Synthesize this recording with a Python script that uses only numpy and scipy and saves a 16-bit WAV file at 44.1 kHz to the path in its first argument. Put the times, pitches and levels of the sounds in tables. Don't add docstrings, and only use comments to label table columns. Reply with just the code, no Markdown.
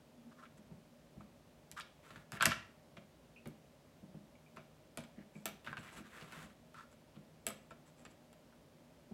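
import sys
import numpy as np
from scipy import signal
from scipy.fft import rfft, irfft, next_fast_len
from scipy.io import wavfile
from scipy.ndimage import uniform_filter1d

SR = 44100
rng = np.random.default_rng(int(sys.argv[2]) if len(sys.argv) > 2 else 0)


def dump_mix(stems):
    frames = np.atleast_2d(stems).T
    limited = np.clip(frames, -1, 1)
    pcm = np.round(limited * 32767).astype(np.int16)
    wavfile.write(sys.argv[1], SR, pcm)


N = 402633
AGE = np.arange(SR // 7) / SR

# start in seconds, relative level in dB,
# hardness from 0 to 1, relative weight on the table in dB, centre of the ring in Hz.
GUN_CONTACTS = [(.454, -48, 0.1, -70, 1890), (1.715, -45.5, 0.9, -54.5, 2800),
                (1.7997, -36, 0.51, -88, 1850), (1.8075, -34.5, 0, -81, 3500), (2.105, -42, 0.1, -55, 1970),
                (2.1584, -41.5, 0, -51, 2330), (2.32, -38.5, 0.77, -47, 1680), (2.4, -36, 0.1, -45, 1500),
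                (2.4078, -18.5, 0, -50, 1870), (2.4172, -30, 0, -66, 2700),
                (2.4246, -13.5, 0.48, -49, 1560), (2.4313, -36, 0.2, -45, 1690), (2.445, -29, 0, -50, 2000),
                (2.4543, -21, 0.54, -44, 2370), (2.4565, -14.5, 0.71, -33.5, 2080),
                (2.4643, -23, 0, -41.5, 1270), (2.509, -25.5, .05, -55.5, 2396), (2.517, -20, 0, -52, 1750),
                (2.526, -43, 0.4, -74, 1900), (5.646, -46.5, 0.5, -66, 2750),
                (5.665, -38.5, 0.1, -49, 2200), (5.6725, -32.5, 0, -56, 1600),
                (5.7284, -32.5, 0.1, -71, 1130), (5.7695, -31.5, 0.06, -57, 1770),
                (5.778, -44, 0.4, -49, 1900), (5.973, -51.5, 0.65, -52, 1600),
                (6.211, -41.5, 0.2, -50, 2600), (6.3225, -40.5, 0.54, -59, 1780),
                (6.359, -53, 0.4, -50, 1700), (6.429, -49, 0.5, -50, 1790), (6.743, -43.5, 0.4, -70, 1350),
                (8.524, -56, 0, -90, 1400)]
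# start in seconds, relative level in dB, hardness from 0 to 1,
# relative weight on the table in dB, freedom to ring from 0 to 1, number of bounces, centre of the ring
# in Hz, scuff length in seconds, top of the crack in Hz, table knock in dB, pitch of the ping in Hz.
STICK_CONTACTS = [(1.206, -50, 0.06, -55, 0.1, 0, 1000, 0.0056, 8000, -53, 7700),
                  (2.967, -46.5, 0, -49.5, 0.15, 1, 2120, 0.01, 9000, -42.5, 7700),
                  (3.4567, -49, 0.3, -40.5, 0.05, 1, 1900, 0.0036, 15000, -41, 7700),
                  (3.4738, -59.5, 0.99, -66.5, 0.1, 1, 2200, 0.0023, 15600, -71, 7560),
                  (4.5625, -53, 0.42, -61, 0.5, 0, 1810, 0.0059, 14000, -59, 7760),
                  (4.569, -45.5, 0.05, -54.5, .1, 3, 1670, 0.0045, 14000, -45, 7700),
                  (4.9733, -41, 0.8, -42.5, 0.1, 3, 2600, 0.0065, 10600, -30.5, 7700),
                  (5.0377, -53, 0.6, -53, 0.57, 0, 2200, 0.0039, 14000, -58, 7700),
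                  (5.4563, -34.5, 0.86, -47.5, 0.42, 3, 2290, 0.0011, 16100, -36.5, 7620),
                  (7.4666, -34.5, 0.99, -46.5, 0.8, 1, 2660, 0.0042, 16000, -34, 8020),
                  (7.4867, -44, 0.9, -60, 0.5, 1, 1840, 0.0014, 16000, -43.5, 7950),
                  (7.5041, -43.5, 0.7, -53, 0.4, 0, 1590, 0.0014, 12000, -50, 8000),
                  (7.7069, -45.5, 0.25, -57, 1, 1, 1300, 0.0045, 10000, -45.5, 7530),
                  (8.0512, -45.5, 0.54, -54, 0.8, 1, 1900, 0.0027, 9000, -58, 7500),
                  (8.329, -60, 0.76, -71, 0.47, 0, 2300, 0.0021, 13800, -57, 7600)]


def from_db(db):
    return 10 ** (np.asarray(db) / 20)


def rms_one(x):
    return x / np.sqrt(np.mean(x ** 2) + 1e-20)


def unit_burst(x):
    return x / np.sqrt(np.sum(x ** 2) * 1000 / SR + 1e-20)


def at_hz(points, hz):
    f, value = np.transpose(points)
    return np.interp(np.log(np.maximum(hz, 1)), np.log(f), value)


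def colour(x, spectrum):
    size = next_fast_len(len(x))
    hz = np.arange(size // 2 + 1) * SR / size
    return rms_one(irfft(rfft(x, size) * from_db(at_hz(spectrum, hz)), size)[:len(x)])


def add(out, s, sound):
    start = int(np.clip(round(s * SR), 0, N - 1))
    out[start:start + len(sound)] += sound[:N - start]


def decay(t60):
    return np.exp(-np.minimum(np.log(1000) * AGE / t60, 30))


def onset(rise_s):
    return 1 - np.exp(-AGE / rise_s)


def wander(size, window):
    return rms_one(uniform_filter1d(rng.standard_normal(size), size=window))


def wavering(hz, width_hz):
    band = signal.butter(2, [hz - width_hz / 2, hz + width_hz / 2], "band", fs=SR, output="sos")
    return rms_one(signal.sosfilt(band, rng.standard_normal(N + SR))[SR:])


def background():
    # frequency in Hz, relative spectral density in dB.
    air_spectrum = [(15, -33), (25, -54), (45, -7), (82, -15), (119, -11), (152, 0), (183, -9.5), (240, -8),
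                    (313, -9), (469, -12), (598, -6.5), (666, -13), (1380, -22.5), (2920, -25.5),
                    (15500, -38)]
    # frequency in Hz, bandwidth in Hz, level in dB.
    hum_tones = [(62, 11, -80), (94.5, 16, -78.5), (162.6, 15.8, -75), (612, 31, -80)]
    # time in seconds, level in dB.
    drone_levels = [(0, -65), (.28, -63), (.6, -65.5), (1.5, -74.5), (9.1, -71)]
    air = from_db(-64.66) * colour(rng.standard_normal(N), air_spectrum)
    hum = sum(from_db(db) * wavering(hz, width_hz) for hz, width_hz, db in hum_tones)
    drone_db = np.interp(np.arange(N) / SR, *np.transpose(drone_levels))
    return air + hum + from_db(drone_db) * wavering(hz=237.3, width_hz=21.4)


def friction(spectrum, slips_per_s, spread_db, size=N):
    slips = from_db(spread_db * np.minimum(rng.exponential(1, size), 4)) * rng.standard_normal(size)
    slipping = rng.random(size) < slips_per_s / SR
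    return colour(slips * slipping, spectrum)


def swells(strokes, peak_at):
    out = np.zeros(N)
    for s, length, db in strokes:
        progress = np.linspace(0, 1, int(length * SR))
        pressure = np.interp(progress, [0, peak_at, 1], [0, 1, 0])
        add(out, s, from_db(db) * np.sqrt(pressure))
    return out


def glue_rod():
    # start in seconds, length in seconds, relative level in dB.
    strokes = [(.312, 0.022, -68), (.37, 0.062, -67), (.425, 0.025, -62.5), (1.764, 0.037, -50),
               (6.745, 0.1, -60.5)]
    # frequency in Hz, relative spectral density in dB.
    spectrum = [(500, -54), (850, -15), (1100, -2), (1300, -19.5), (1700, -4), (2100, -17), (3600, -19.5),
                (5000, -24), (8000, -27.5), (16000, -44)]
    rasp = from_db(4.5) * friction(spectrum, slips_per_s=5900, spread_db=-0.5)
    creak = from_db(7.5) * wavering(hz=1327, width_hz=220)
    return swells(strokes, peak_at=0.47) * (rasp + creak)


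def ring(modes, scatter_db, detune):
    hz, db, t60 = np.transpose(modes)[:, :, None]
    strength, shift = rng.standard_normal((2, len(modes), 1))
    gain = (-1) ** np.arange(len(modes))[:, None] * from_db(db + scatter_db * strength)
    partials = gain * decay(t60) * np.sin(2 * np.pi * hz * (1 + detune * shift) * AGE)
    return unit_burst(np.sum(partials, axis=0))


def struck_near(modes, centre_hz, db_per_octave):
    return [(hz, db - db_per_octave * abs(np.log2(hz / centre_hz)), t60) for hz, db, t60 in modes]


def chatter(low_hz, high_hz, t60):
    band = signal.butter(2, [low_hz, high_hz], "band", fs=SR, output="sos")
    return unit_burst(signal.sosfilt(band, rng.standard_normal(len(AGE)) * decay(t60)))


def snap(width_s):
    phase = AGE / width_s - 3
    return unit_burst(phase * np.exp(-phase ** 2))


def gun_blow(db, hardness, weight_db, centre_hz):
    # frequency in Hz, level in dB, t60 in seconds.
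    shell_modes = [(935, -7.5, 0.014), (1203, -2.5, 0.021), (1427, -2, 0.02), (1676, -3, 0.018),
                   (1932, -9.5, 0.016), (2330, -3.5, 0.01), (2640, -4.5, 0.011), (3120, 1.5, 0.0075),
                   (3700, 4.5, 0.0045)]
    edge_modes = [(5960, 0, 0.0016), (6550, -16, 0.003), (8340, -4.5, 0.003), (8900, -10, 0.0024),
                  (11300, -2, 0.0013)]
    shell = ring(struck_near(shell_modes, centre_hz, db_per_octave=10), scatter_db=3, detune=0.066)
    shell += from_db(-6) * chatter(0.5 * centre_hz, 1.7 * centre_hz, t60=0.029)
    shell *= onset(0.0012)
    edges = ring(edge_modes, scatter_db=2.5, detune=0.06)
    crack = edges + from_db(-3) * chatter(3500, 12000, t60=0.008) + from_db(3) * snap(0.000036)
    soft_plastic = signal.butter(3, 13500, fs=SR, output="sos")
    crack = from_db(db - 39 + 41 * hardness) * signal.sosfilt(soft_plastic, crack)
    knock = from_db((db + weight_db) / 2 - 7) * table_knock(chatter_db=-4.5)
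    return from_db(db - 1.5) * shell + crack + knock


def table_knock(chatter_db):
    # frequency in Hz, level in dB, t60 in seconds.
    middle_modes = [(342, -3, 0.084), (456, -12.5, 0.1), (605, -2, 0.12), (673, 2.5, 0.075),
                    (750, -6, 0.021)]
    strong = ring(middle_modes, scatter_db=2.5, detune=0.03)
    return unit_burst(strong + from_db(chatter_db) * chatter(380, 1100, t60=0.035))


def glue_gun(rebound_s, loss_db, softening):
    out = np.zeros(N)
    for s, db, hardness, weight_db, centre_hz in GUN_CONTACTS:
        add(out, s, gun_blow(db, hardness, weight_db, centre_hz))
        rebound = gun_blow(db, hardness - softening, weight_db, centre_hz)
        add(out, s + rebound_s, from_db(-loss_db) * rebound)
    return out


def fingers_and_cord():
    # start in seconds, length in seconds, relative level in dB.
    brushes = [(.568, 0.024, -62.5), (5.33, 0.11, -65), (5.783, 0.03, -59), (5.82, .07, -78),
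               (5.915, 0.064, -59), (5.968, 0.032, -60), (6.12, 0.087, -74), (6.195, .025, -74),
               (6.32, 0.031, -65), (6.385, .025, -81), (6.422, 0.043, -63.5), (6.91, 0.034, -63.5),
               (7.855, 0.055, -65.5), (7.965, 0.078, -65.5), (8.1, 0.025, -65)]
    drags = [(2.02, 0.22, -58.5), (2.32, 0.06, -48), (5.643, 0.085, -56), (5.79, 0.19, -54.5),
             (5.95, 0.079, -53), (6.02, 0.21, -59.5), (6.13, 0.33, -56.5), (6.31, 0.23, -57.5)]
    # frequency in Hz, relative spectral density in dB.
    finger_spectrum = [(800, 5), (2500, -1.5), (5000, -10.5), (6800, -4), (7900, 2.5), (9000, -14),
                       (10800, -4.5), (13000, -24), (16000, -40)]
    cord_spectrum = [(150, -6), (400, 0), (800, -4), (1200, 4), (1700, 1), (2500, -4), (3600, -7),
                     (4800, -15), (9000, -17), (16000, -24)]
    pull = swells(drags, peak_at=0.29)
    touch = swells(brushes, peak_at=0.43) + from_db(-11) * pull
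    tugs = from_db(1.2 * wander(N, window=700))
    cord = pull * friction(cord_spectrum, slips_per_s=3800, spread_db=1)
    fingers = touch * friction(finger_spectrum, slips_per_s=2300, spread_db=-0.5)
    return tugs * (fingers + cord)


def table_thuds(rise_s):
    # start in seconds, relative level in dB, main pitch in Hz.
    thuds = [(0.584, -52.5, 234), (0.709, -46, 149), (1.166, -45.5, 141), (2.332, -42, 135),
             (4.028, -47, 222), (4.142, -44, 224), (5.177, -45.5, 224), (5.355, -44.5, 192),
             (5.705, -49.5, 153), (5.785, -49, 160), (5.995, -47.5, 290), (7.162, -48.5, 224),
             (9.11, -42, 220)]
    # frequency in Hz, level in dB, t60 in seconds.
    low_modes = [(62, -2, 0.17), (111.2, -10.5, 0.14), (126.4, -0.5, 0.084), (161, -6, 0.13),
                 (210.5, 0, 0.13), (236, 0.5, 0.053), (308, -8.5, 0.04), (347.6, -2.5, 0.066)]
    gun_spot_hz, stick_spot_hz = 140, 200
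    behind_gun = [(s + 0.00592, weight_db, gun_spot_hz) for s, _, _, weight_db, _ in GUN_CONTACTS]
    behind_sticks = [(s + 0.0045, weight_db, stick_spot_hz) for s, _, _, weight_db, *_ in STICK_CONTACTS]
    out = np.zeros(N)
    for s, db, hz in list(thuds) + behind_gun + behind_sticks:
        boom = ring(struck_near(low_modes, hz, db_per_octave=10.5), scatter_db=3.5, detune=0.053)
        rumble = chatter(0.88 * hz, 1.483 * hz, t60=0.17) + chatter(300, 750, t60=0.042)
        thud = (boom + from_db(-11) * rumble) * onset(rise_s)
        add(out, s, from_db(db + 8) * unit_burst(thud))
    return out


def scuffed(sound, length_s):
    pressure = np.sin(np.pi * np.minimum(AGE / length_s, 1))
    slips = rng.standard_normal(len(AGE)) ** 3
    return unit_burst(signal.fftconvolve(sound, slips * pressure)[:len(AGE)])


def tuned_to(modes, lead_hz):
    strongest_hz = max(modes, key=lambda mode: mode[1])[0]
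    return [(hz * lead_hz / strongest_hz, db, t60) for hz, db, t60 in modes]


def stick_touch(db, hardness, weight_db, freedom, centre_hz, scuff_s, top_hz, knock_db, ping_hz):
    # frequency in Hz, level in dB, t60 in seconds.
    bending_modes = [(990, 2.5, 0.017), (1300, 5, 0.072), (1644, 5, 0.019), (1790, 2.5, 0.019),
                     (2306, -1.5, 0.052), (2700, 0, 0.013), (3190, 5, 0.015), (3700, 6, 0.0068),
                     (4950, -3, 0.0092)]
    ping_modes = [(6400, -7.5, 0.0021), (7570, -3.5, 0.0052), (8090, 1, 0.0067), (10950, -6, 0.0064),
                  (13700, -9, 0.002)]
    ring_share = 0.35 + 0.65 * freedom
    held = [(hz, level, t60 * ring_share) for hz, level, t60 in bending_modes]
    bending = ring(struck_near(held, centre_hz, db_per_octave=10), scatter_db=1.5, detune=0.022)
    head_on = np.clip(hardness, 0, 1)
    wood = unit_burst(head_on * bending + (1 - head_on) * scuffed(bending, scuff_s))
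    rattle = from_db(1) * chatter(0.14 * centre_hz, 1.47 * centre_hz, t60=0.043) * onset(scuff_s / 3)
    ping = ring(tuned_to(ping_modes, ping_hz), scatter_db=1, detune=0.006)
    tick = chatter(6400, 14200, t60=0.015) + from_db(-21.5) * snap(0.00003)
    dulling = signal.butter(4, top_hz, fs=SR, output="sos")
    crack = unit_burst(signal.sosfilt(dulling, freedom * ping + (1 - freedom) * tick))
    crack_db = db - 23 + 30.5 * hardness
    knock = table_knock(chatter_db=-2.5) * onset(scuff_s)
    return from_db(db - 0.5) * (wood + rattle) + from_db(crack_db) * crack + from_db(knock_db) * knock


def sticks(bounce_s, first_loss_db, later_loss_db, softening):
    out = np.zeros(N)
    for s, db, hardness, weight_db, freedom, bounces, *contact in STICK_CONTACTS:
        add(out, s, stick_touch(db, hardness, weight_db, freedom, *contact))
        for k in range(bounces):
            bounce = stick_touch(db, hardness - softening, weight_db, freedom, *contact)
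            add(out, s + (k + 1) * bounce_s, from_db(-first_loss_db - k * later_loss_db) * bounce)
    return out


def scrapes(db_per_octave, slips_per_s):
    # start in seconds, length in seconds, relative level in dB, pitch in Hz.
    strokes = [(2.337, 0.069, -51, 1750), (5.154, 0.1, -65, 1780), (5.657, 0.071, -51, 1590),
               (5.845, 0.061, -55.5, 2050), (5.96, 0.033, -60, 1600), (6.025, 0.052, -60, 1620),
               (6.116, 0.053, -56, 1770), (6.172, 0.027, -58, 1830), (6.21, .024, -57, 2520),
               (6.207, 0.025, -55, 570), (6.327, 0.034, -56, 1390), (6.393, .025, -71, 1500),
               (6.416, 0.052, -62, 1710), (7.14, 0.038, -67, 2930), (7.138, 0.045, -65.5, 1170)]
    out = np.zeros(N)
    for s, length, db, hz in strokes:
        envelope = np.sqrt(np.hanning(int(length * SR)))
        spectrum = [(hz * 2. ** octave, -db_per_octave * abs(octave)) for octave in range(-3, 4)]
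        judder = friction(spectrum, slips_per_s, spread_db=2.5, size=len(envelope))
        add(out, s, from_db(db) * envelope * judder)
    return out


def squeaks(sag_db, release_s):
    # start in seconds, level in dB, pitch in Hz, length in seconds.
    slides = [(3.361, -55.5, 2603, 0.041), (4.354, -55.5, 2420, 0.0037), (4.463, -59, 2430, 0.0088),
              (5.038, -53.5, 2310, 0.0096), (5.354, -53, 2380, 0.01)]
    out = np.zeros(N)
    for s, db, hz, length in slides:
        wobble = 1 + 0.047 * wander(len(AGE), window=60)
        tone = np.sin(2 * np.pi * np.cumsum(hz * wobble) / SR)
        hold = from_db(db - sag_db * np.minimum(AGE / length, 1))
        release = np.exp(-np.maximum(AGE - length, 0) / release_s)
        add(out, s, onset(0.0004) * hold * release * tone)
    return out


def kitchen(early_db, early_t60, late_db, bass_t60, air_loss_hz, gap_s):
    # frequency in Hz, gain in dB.
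    echo_colour = [(100, -5.5), (500, -2.5), (1500, -6.5), (2400, -2.5), (3600, -2.5), (5000, -3),
                   (8000, -15.5), (11000, -6.5), (15000, -7.5)]
    t = np.arange(SR * 3 // 5) / SR
    edges_hz = np.geomspace(60, 17000, 13)
    response = np.zeros(len(t))
    for low, high in zip(edges_hz, edges_hz[1:]):
        hz = np.sqrt(low * high)
        band = signal.butter(2, [low, high], "band", fs=SR, output="sos")
        late_t60 = bass_t60 / np.hypot(1, hz / air_loss_hz)
        for db, t60 in (early_db, early_t60), (late_db, late_t60):
            echoes = rng.standard_normal(len(t)) * from_db(-60 * t / t60) * (t > gap_s)
            echoes = signal.sosfilt(band, echoes)
            share = np.sqrt(2 * (high - low) / SR / np.sum(echoes ** 2))
            response += from_db(db + at_hz(echo_colour, hz)) * share * echoes
    return response


def scene():
    room = kitchen(early_db=-2.5, early_t60=0.03, late_db=-3, bass_t60=0.43,
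                   air_loss_hz=7970, gap_s=0.0061)
    hits = glue_gun(rebound_s=0.0075, loss_db=11, softening=0.29)
    hits += sticks(bounce_s=0.0105, first_loss_db=10.5, later_loss_db=1, softening=0.22)
    hits += squeaks(sag_db=13.5, release_s=0.0016)
    rubs = glue_rod() + fingers_and_cord() + scrapes(db_per_octave=22, slips_per_s=1200)
    thuds = table_thuds(rise_s=0.0052)
    direct = hits + from_db(-3.5) * rubs + thuds
    reverberation = signal.fftconvolve(hits + from_db(-7) * rubs + from_db(2.5) * thuds, room)[:N]
    return (direct + reverberation + background())[None]


def record(dry):
    bass_cut = signal.butter(2, 30, "high", fs=SR, output="sos")
    treble_cut = signal.ellip(10, 0.2, 70, 15900, fs=SR, output="sos")
    return signal.sosfilt(treble_cut, signal.sosfilt(bass_cut, dry))


dry = scene()
out = record(dry)
dump_mix(out)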